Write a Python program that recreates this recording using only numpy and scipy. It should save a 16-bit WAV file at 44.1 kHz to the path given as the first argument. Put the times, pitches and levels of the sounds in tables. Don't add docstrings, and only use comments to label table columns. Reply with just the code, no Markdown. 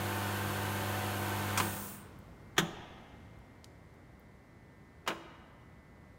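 import sys
import numpy as np
from scipy import signal
from scipy.fft import rfft, irfft
from scipy.io import wavfile
from scipy.ndimage import map_coordinates

SR = 44100
rng = np.random.default_rng(int(sys.argv[2]) if len(sys.argv) > 2 else 0)


def unload_audio(sound):
    columns = np.transpose(np.atleast_2d(sound))
    steps = np.round(np.clip(columns, -1, 1) * 32767)
    wavfile.write(sys.argv[1], SR, steps.astype(np.int16))


N = 272538
T = np.arange(N) / SR

# (frequency [Hz], level [dB])
MOTOR_HARMONICS = [(100, -39), (200, -44.5), (250, -64.5), (300, -52), (350, -51.5), (400, -72),
                   (500, -52.5), (550, -56), (600, -58.5), (650, -78), (700, -52.5), (750, -49),
                   (850, -58.5), (900, -51), (1050, -55.5), (1550, -54.5), (1800, -56.5), (1850, -62),
                   (1900, -68), (2200, -59.5), (2400, -62.5), (3450, -64)]
# (frequency [multiple of shaft speed], level [dB])
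VANE_ORDERS = [(3, -54.5), (7, -65), (12, -53.5), (18, -55.5), (19, -60), (23, -76), (30, -72.5),
               (33, -52.5), (42, -68), (60, -64), (80, -68)]
# (frequency [Hz], level [dB])
CHURN_SPECTRUM = [(28, -43), (55, -30), (160, -2), (260, -5.5), (335, 5), (420, -1), (800, -3), (920, 3),
                  (1150, -1), (1560, 0.5), (1750, -5), (3400, -10), (4900, -17.5), (16000, -28.5)]
# (frequency [Hz], level [dB])
BUZZ_SPECTRUM = [(700, -39), (1100, -4), (1550, 3.5), (1750, -6), (2400, -8), (3500, -7), (3800, -21),
                 (4500, -4.5), (5200, -33), (9000, -21)]
# (frequency [Hz], level [dB])
RATTLE_SPECTRUM = [(1500, -18), (3000, 4.5), (5200, -6), (6500, 1), (7700, -2.5), (8800, 1), (11000, 0.5),
                   (12500, 4), (13500, -1.5), (16000, -1)]
# (frequency [Hz], level [dB])
VENT_SPECTRUM = [(20, -43), (32, -19.5), (48, -2.5), (70, 1), (105, -0.5), (153, -3.5), (229, -5),
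                 (270, -8.5), (489, -13), (677, -15), (1400, -21), (2410, -32), (14000, -46.5),
                 (16000, -51)]
IMPACTS = { "switch": [(1.5744, -24.5, 10, 0.14, -69, -56.5), (1.5995, -23, -3, 0.069, -38.5, -43)],
           "bar": [(2.566, -44, -3, 0.24, -85, -74.5), (2.5798, -16.5, 3.5, 0.064, -24.5, -38),
           (2.587, -25.5, 8.5, 0.097, -34, -61), (2.621, -43, -12, 0.1, -23.5, -73)],
           "release": [(5.063, -44.5, -5, 0.15, -86, -80), (5.0755, -26.5, 5, 0.1, -70, -47.5),
           (5.082, -33.5, -4, 0.08, -70, -70), (5.103, -33, -23, 0.12, -64, -51)], }
PART_SPECTRA = { "switch": [(60, -29), (170, -9), (450, -1.5), (650, -9), (1050, 6.5), (1300, 3.5),
                (1900, -5), (2300, -0.5), (3400, -7.5), (4500, -13), (8500, -14.5), (11000, -23),
                (16000, -21)], "bar": [(60, -46), (110, -23.5), (220, -3.5), (400, 0), (600, -11),
                (770, 2.5), (1100, -0.5), (1470, 5.5), (1900, 0), (2600, -8), (3300, 1.5), (3800, -4),
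                (4300, -17), (5800, -14), (6900, -11), (8000, -21.5), (16000, -26)], "release": [(130, -29),
                (230, -6), (380, 0), (500, -5), (690, 0.5), (850, -2.5), (1300, 2.5), (2050, -6),
                (2750, -3.5), (3900, -11), (4500, -14.5), (7000, -19.5), (11000, -29.5), (16000, -28)], }
# (frequency [Hz], level [dB], t60 [s])
PANEL_MODES = [(168.3, 0.5, 0.65), (207.4, 2.5, .4), (333, 2.5, 0.65), (372, 0.5, 0.26), (584, -7.5, 0.69),
               (782, -8, 0.79), (940, -25, 0.5), (1050, -2, 0.35), (1180, -7, 0.664), (1335, -23, .7),
               (1520, -15.5, .26), (3180, -24, 0.33), (3560, -22, 0.21)]
REVERB_DB = {"switch": -16.5, "bar": -17, "release": -12.5}
# (frequency [Hz], t60 [s])
ROOM_T60 = [(100, 1.48), (400, 0.91), (1200, 2), (3500, 1.23), (7000, 0.6), (15000, 0.33)]
# (frequency [Hz], level [dB])
WALL_SPECTRUM = [(170, -5.5), (330, 3.5), (1300, -4), (2500, -4.5), (7000, 0), (15000, 4.5)]
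# (frequency [Hz], level [dB])
HISS_SPECTRUM = [(1000, -18.5), (4500, -11), (6800, -3.5), (7900, -2), (8300, -5), (9600, -5),
                 (11500, -2.5), (12500, -3), (13800, 0), (15000, 0), (15500, 7), (16000, 1.5)]
# (frequency [Hz], level [dB])
WHISTLE_SPECTRUM = [(6000, -38), (8200, -11), (8850, -5), (9500, -12.5), (12000, -50)]
# (frequency [Hz], level [dB])
CORE_HARMONICS = [(1500, -87.5), (1600, -83), (1700, -86.5), (1800, -76.5), (1900, -77), (2000, -74.5),
                  (2100, -74), (2200, -81.5), (2300, -81.5)]
# (time [s], level [dB], centre frequency [Hz], half-width [octaves])
FILM_TICKS = [(2.189, -59, 11960, 0.81), (3.388, -68, 11000, .7), (3.6438, -45, 4100, 1.15),
              (3.942, -70, 9000, .9), (4.1955, -60, 13400, .3)]
# (frequency [Hz], level [dB])
FILL_SPECTRUM = [(300, 3.5), (600, 0.5), (800, 9), (1000, -3.5), (1200, -6.5), (2300, -8), (3000, -4.5),
                 (3750, -10), (4200, -20), (5500, -20), (6500, -20), (8000, -51), (16000, -49.5)]

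MAINS_HZ, PULL_HZ = 50, 100
PUMP_DB, CUT_S = -1.53, 1.643


def amp(db):
    return 10 ** (np.asarray(db) / 20)


def unit(x):
    return x / np.sqrt(np.mean(x ** 2) + 1e-20)


def curve_at(points, hz):
    f, value = np.transpose(points)
    return np.interp(np.log(hz + 1), np.log(f + 1), value)


def add(mix, start_s, sound):
    part = mix[round(start_s * SR):][:len(sound)]
    part += sound[:len(part)]


def bins(size):
    return np.fft.rfftfreq(size, 1 / SR)


def ramp(start_s, length_s):
    return np.clip((T - start_s) / length_s, 0, 1)


def colour(x, spectrum, extra_db=0):
    return unit(irfft(rfft(x) * amp(curve_at(spectrum, bins(len(x))) + extra_db), len(x)))


def drift(rate_hz):
    knots = rng.standard_normal(400)
    return unit(map_coordinates(knots, [T * rate_hz], order=2, mode="wrap"))


def ripple(spacing_hz):
    return map_coordinates(rng.standard_normal(4000), [bins(N) / spacing_hz], order=1, mode="wrap")


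def turbulence(spectrum, ripple_db, spacing_hz):
    return colour(rng.standard_normal(N), spectrum, ripple_db * ripple(spacing_hz))


def tone(cycles, waver, rate_hz):
    wander = 1 + waver * (drift(rate_hz) + 1j * drift(rate_hz))
    phasor = np.exp(2j * np.pi * (cycles + rng.random()))
    return np.sqrt(2) * (wander * phasor).real / np.sqrt(1 + 2 * waver ** 2)


def contact_noise(periodic_share):
    phases = rng.random(SR // MAINS_HZ // 2 + 1)
    periodic = np.resize(unit(irfft(np.exp(2j * np.pi * phases))), N)
    return np.sqrt(periodic_share) * periodic + np.sqrt(1 - periodic_share) * rng.standard_normal(N)


def run_down(db_per_s, braking_db_per_s2=45):
    since = np.maximum(T - CUT_S, 0)
    return amp(PUMP_DB - db_per_s * since - braking_db_per_s2 * since ** 2)


def pump_drone(shaft_hz=48.15, coast_s=1.2):
    turns = np.cumsum(shaft_hz * np.exp(-np.maximum(T - CUT_S, 0) / coast_s)) / SR
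    hum = [amp(db) * tone(hz * T, waver=min(hz / 4000, 0.25), rate_hz=4) for hz, db in MOTOR_HARMONICS]
    vanes = sum(amp(db) * tone(order * turns, waver=0.65, rate_hz=7.55) for order, db in VANE_ORDERS)
    return hum[0] * run_down(65) + hum[1] * run_down(14.5) + (sum(hum[2:]) + vanes) * run_down(49)


def oil_churn():
    throb = 1 + 0.15 * np.cos(2 * np.pi * PULL_HZ * T)
    churn = colour(rng.standard_normal(N) * throb, CHURN_SPECTRUM, 3.4 * ripple(20))
    return amp(-41.5) * churn * (run_down(83) + amp(-9) * run_down(2.7))


def vane_buzz():
    buzz = colour(contact_noise(periodic_share=0.39), BUZZ_SPECTRUM)
    return amp(-50.5 + 1.4 * drift(8.8)) * buzz * run_down(100)


def housing_rattle():
    since_pull = (T - 0.0033) % (1 / PULL_HZ)
    bursts = 0.29 + np.exp(-since_pull / 0.0045)
    chatter = contact_noise(periodic_share=0.47) * bursts
    return amp(-45.5) * colour(chatter, RATTLE_SPECTRUM, 2.7 * ripple(70)) * run_down(150)


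def ventilation(shadow_db=-4.1):
    lean = ramp(start_s=1.95, length_s=2.37)
    return amp(-52.5 + shadow_db * lean) * turbulence(VENT_SPECTRUM, ripple_db=0.76, spacing_hz=18)


def clatter(step=6):
    clicks = np.zeros(SR)
    slots = np.arange(0, SR - step, step)
    clicks[slots + rng.integers(0, step, len(slots))] = rng.choice([-1., 1.], len(slots))
    return clicks


def impact(part, db, treble_db, t60, thump_db, ring_db, rise_s=0.0008, swell_s=0.0045):
    t, hz = T[:SR], bins(SR)
    bass = 1 / (1 + (hz / 600) ** 2)
    treble = 1 / (1 + (4800 / (hz + 1)) ** 4)
    spectrum = rfft(colour(clatter(), PART_SPECTRA[part], treble_db * treble))
    bands = [(bass, 1.5), (1 - bass - treble, 1), (treble, 0.85)]
    hit = sum(irfft(spectrum * weight, SR) * amp(-60 * t / (t60 * factor)) for weight, factor in bands)
    ring = sum(amp(ring_db + mode_db - 60 * t / mode_t60) * np.sin(2 * np.pi * mode_hz * t)
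               for mode_hz, mode_db, mode_t60 in PANEL_MODES)
    thump = amp(thump_db - 60 * t / 0.09) * np.sin(2 * np.pi * 164.5 * t)
    return amp(db) * hit * (1 - np.exp(-t / rise_s)) + (ring + thump) * (1 - np.exp(-t / swell_s)) ** 2


def reverberation(x, delay_s=0.0051, build_s=0.0095):
    hz, t, noise = signal.stft(rng.standard_normal(SR), SR, nperseg=256)
    fade_db = curve_at(WALL_SPECTRUM, hz)[:, None] - 60 * t / curve_at(ROOM_T60, hz)[:, None]
    tail = signal.istft(noise * amp(fade_db), SR, nperseg=256)[1][:SR]
    tail *= ramp(delay_s, build_s)[:SR]
    return signal.fftconvolve(x, tail / np.linalg.norm(tail))[:N]


def mechanism_clacks(cutoff_hz=105):
    out = np.zeros(N)
    for part, rows in IMPACTS.items():
        direct = np.zeros(N)
        for start_s, *settings in rows:
            add(direct, start_s, impact(part, *settings))
        out += direct + amp(REVERB_DB[part]) * reverberation(direct)
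    return signal.sosfilt(signal.butter(3, cutoff_hz, "high", fs=SR, output="sos"), out)


def flow(open_s, db, sag_db_per_s):
    return ramp(open_s, length_s=0.033) * amp(db - sag_db_per_s * np.maximum(T - open_s, 0))


def equalise(end_s, fall_db_per_s=262):
    return 1 / (1 + amp(fall_db_per_s * np.minimum(T - end_s, 1)))


def valve_air(open_s=1.585, end_s=1.953, whistle_lag_s=0.088):
    rush = flow(open_s, db=-41.5, sag_db_per_s=7.5) * equalise(end_s)
    seepage = flow(open_s, db=-76, sag_db_per_s=12)
    jet = flow(open_s, db=-48, sag_db_per_s=31.5) * equalise(end_s + whistle_lag_s)
    hiss = turbulence(HISS_SPECTRUM, ripple_db=1.6, spacing_hz=113.4)
    whistle = turbulence(WHISTLE_SPECTRUM, ripple_db=2.2, spacing_hz=60)
    return hiss * (rush + seepage) + whistle * jet


def transformer_singing():
    swing_db = 3 * (2 * ramp(start_s=3.4, length_s=1.3) - 1)
    singing = np.zeros(N)
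    for hz, db in CORE_HARMONICS:
        order = round(hz / PULL_HZ)
        singing += amp(db + (-1) ** order * swing_db) * tone(hz * T, waver=0.097, rate_hz=2.08)
    return amp(-2) * singing * ramp(start_s=1.64, length_s=0.88)


def film_ticks():
    out, t, hz = np.zeros(N), T[:4096], bins(4096)
    envelope = np.exp(-t / 0.0017) + 0.12 * np.exp(-t / 0.016)
    for start_s, db, centre_hz, octaves in FILM_TICKS:
        band = 1 / (1 + (np.log2((hz + 1) / centre_hz) / octaves) ** 4)
        noise = unit(irfft(rfft(rng.standard_normal(len(t))) * band))
        add(out, start_s, amp(db) * noise * envelope)
    return out + amp(-15) * reverberation(out)


def cylinder_fill():
    rush = turbulence(FILL_SPECTRUM, ripple_db=1.53, spacing_hz=29.98)
    return rush * flow(open_s=2.585, db=-45, sag_db_per_s=31)


def scene():
    pump = pump_drone() + oil_churn() + vane_buzz() + housing_rattle()
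    return (pump + ventilation() + mechanism_clacks() + valve_air()
            + transformer_singing() + film_ticks() + cylinder_fill())[None]


def record(dry, cutoff_hz=15850):
    lowpass = signal.firwin(511, cutoff_hz, window=("kaiser", 9), fs=SR)
    return signal.oaconvolve(dry, lowpass[None], "same")


dry = scene()
out = record(dry)
unload_audio(out)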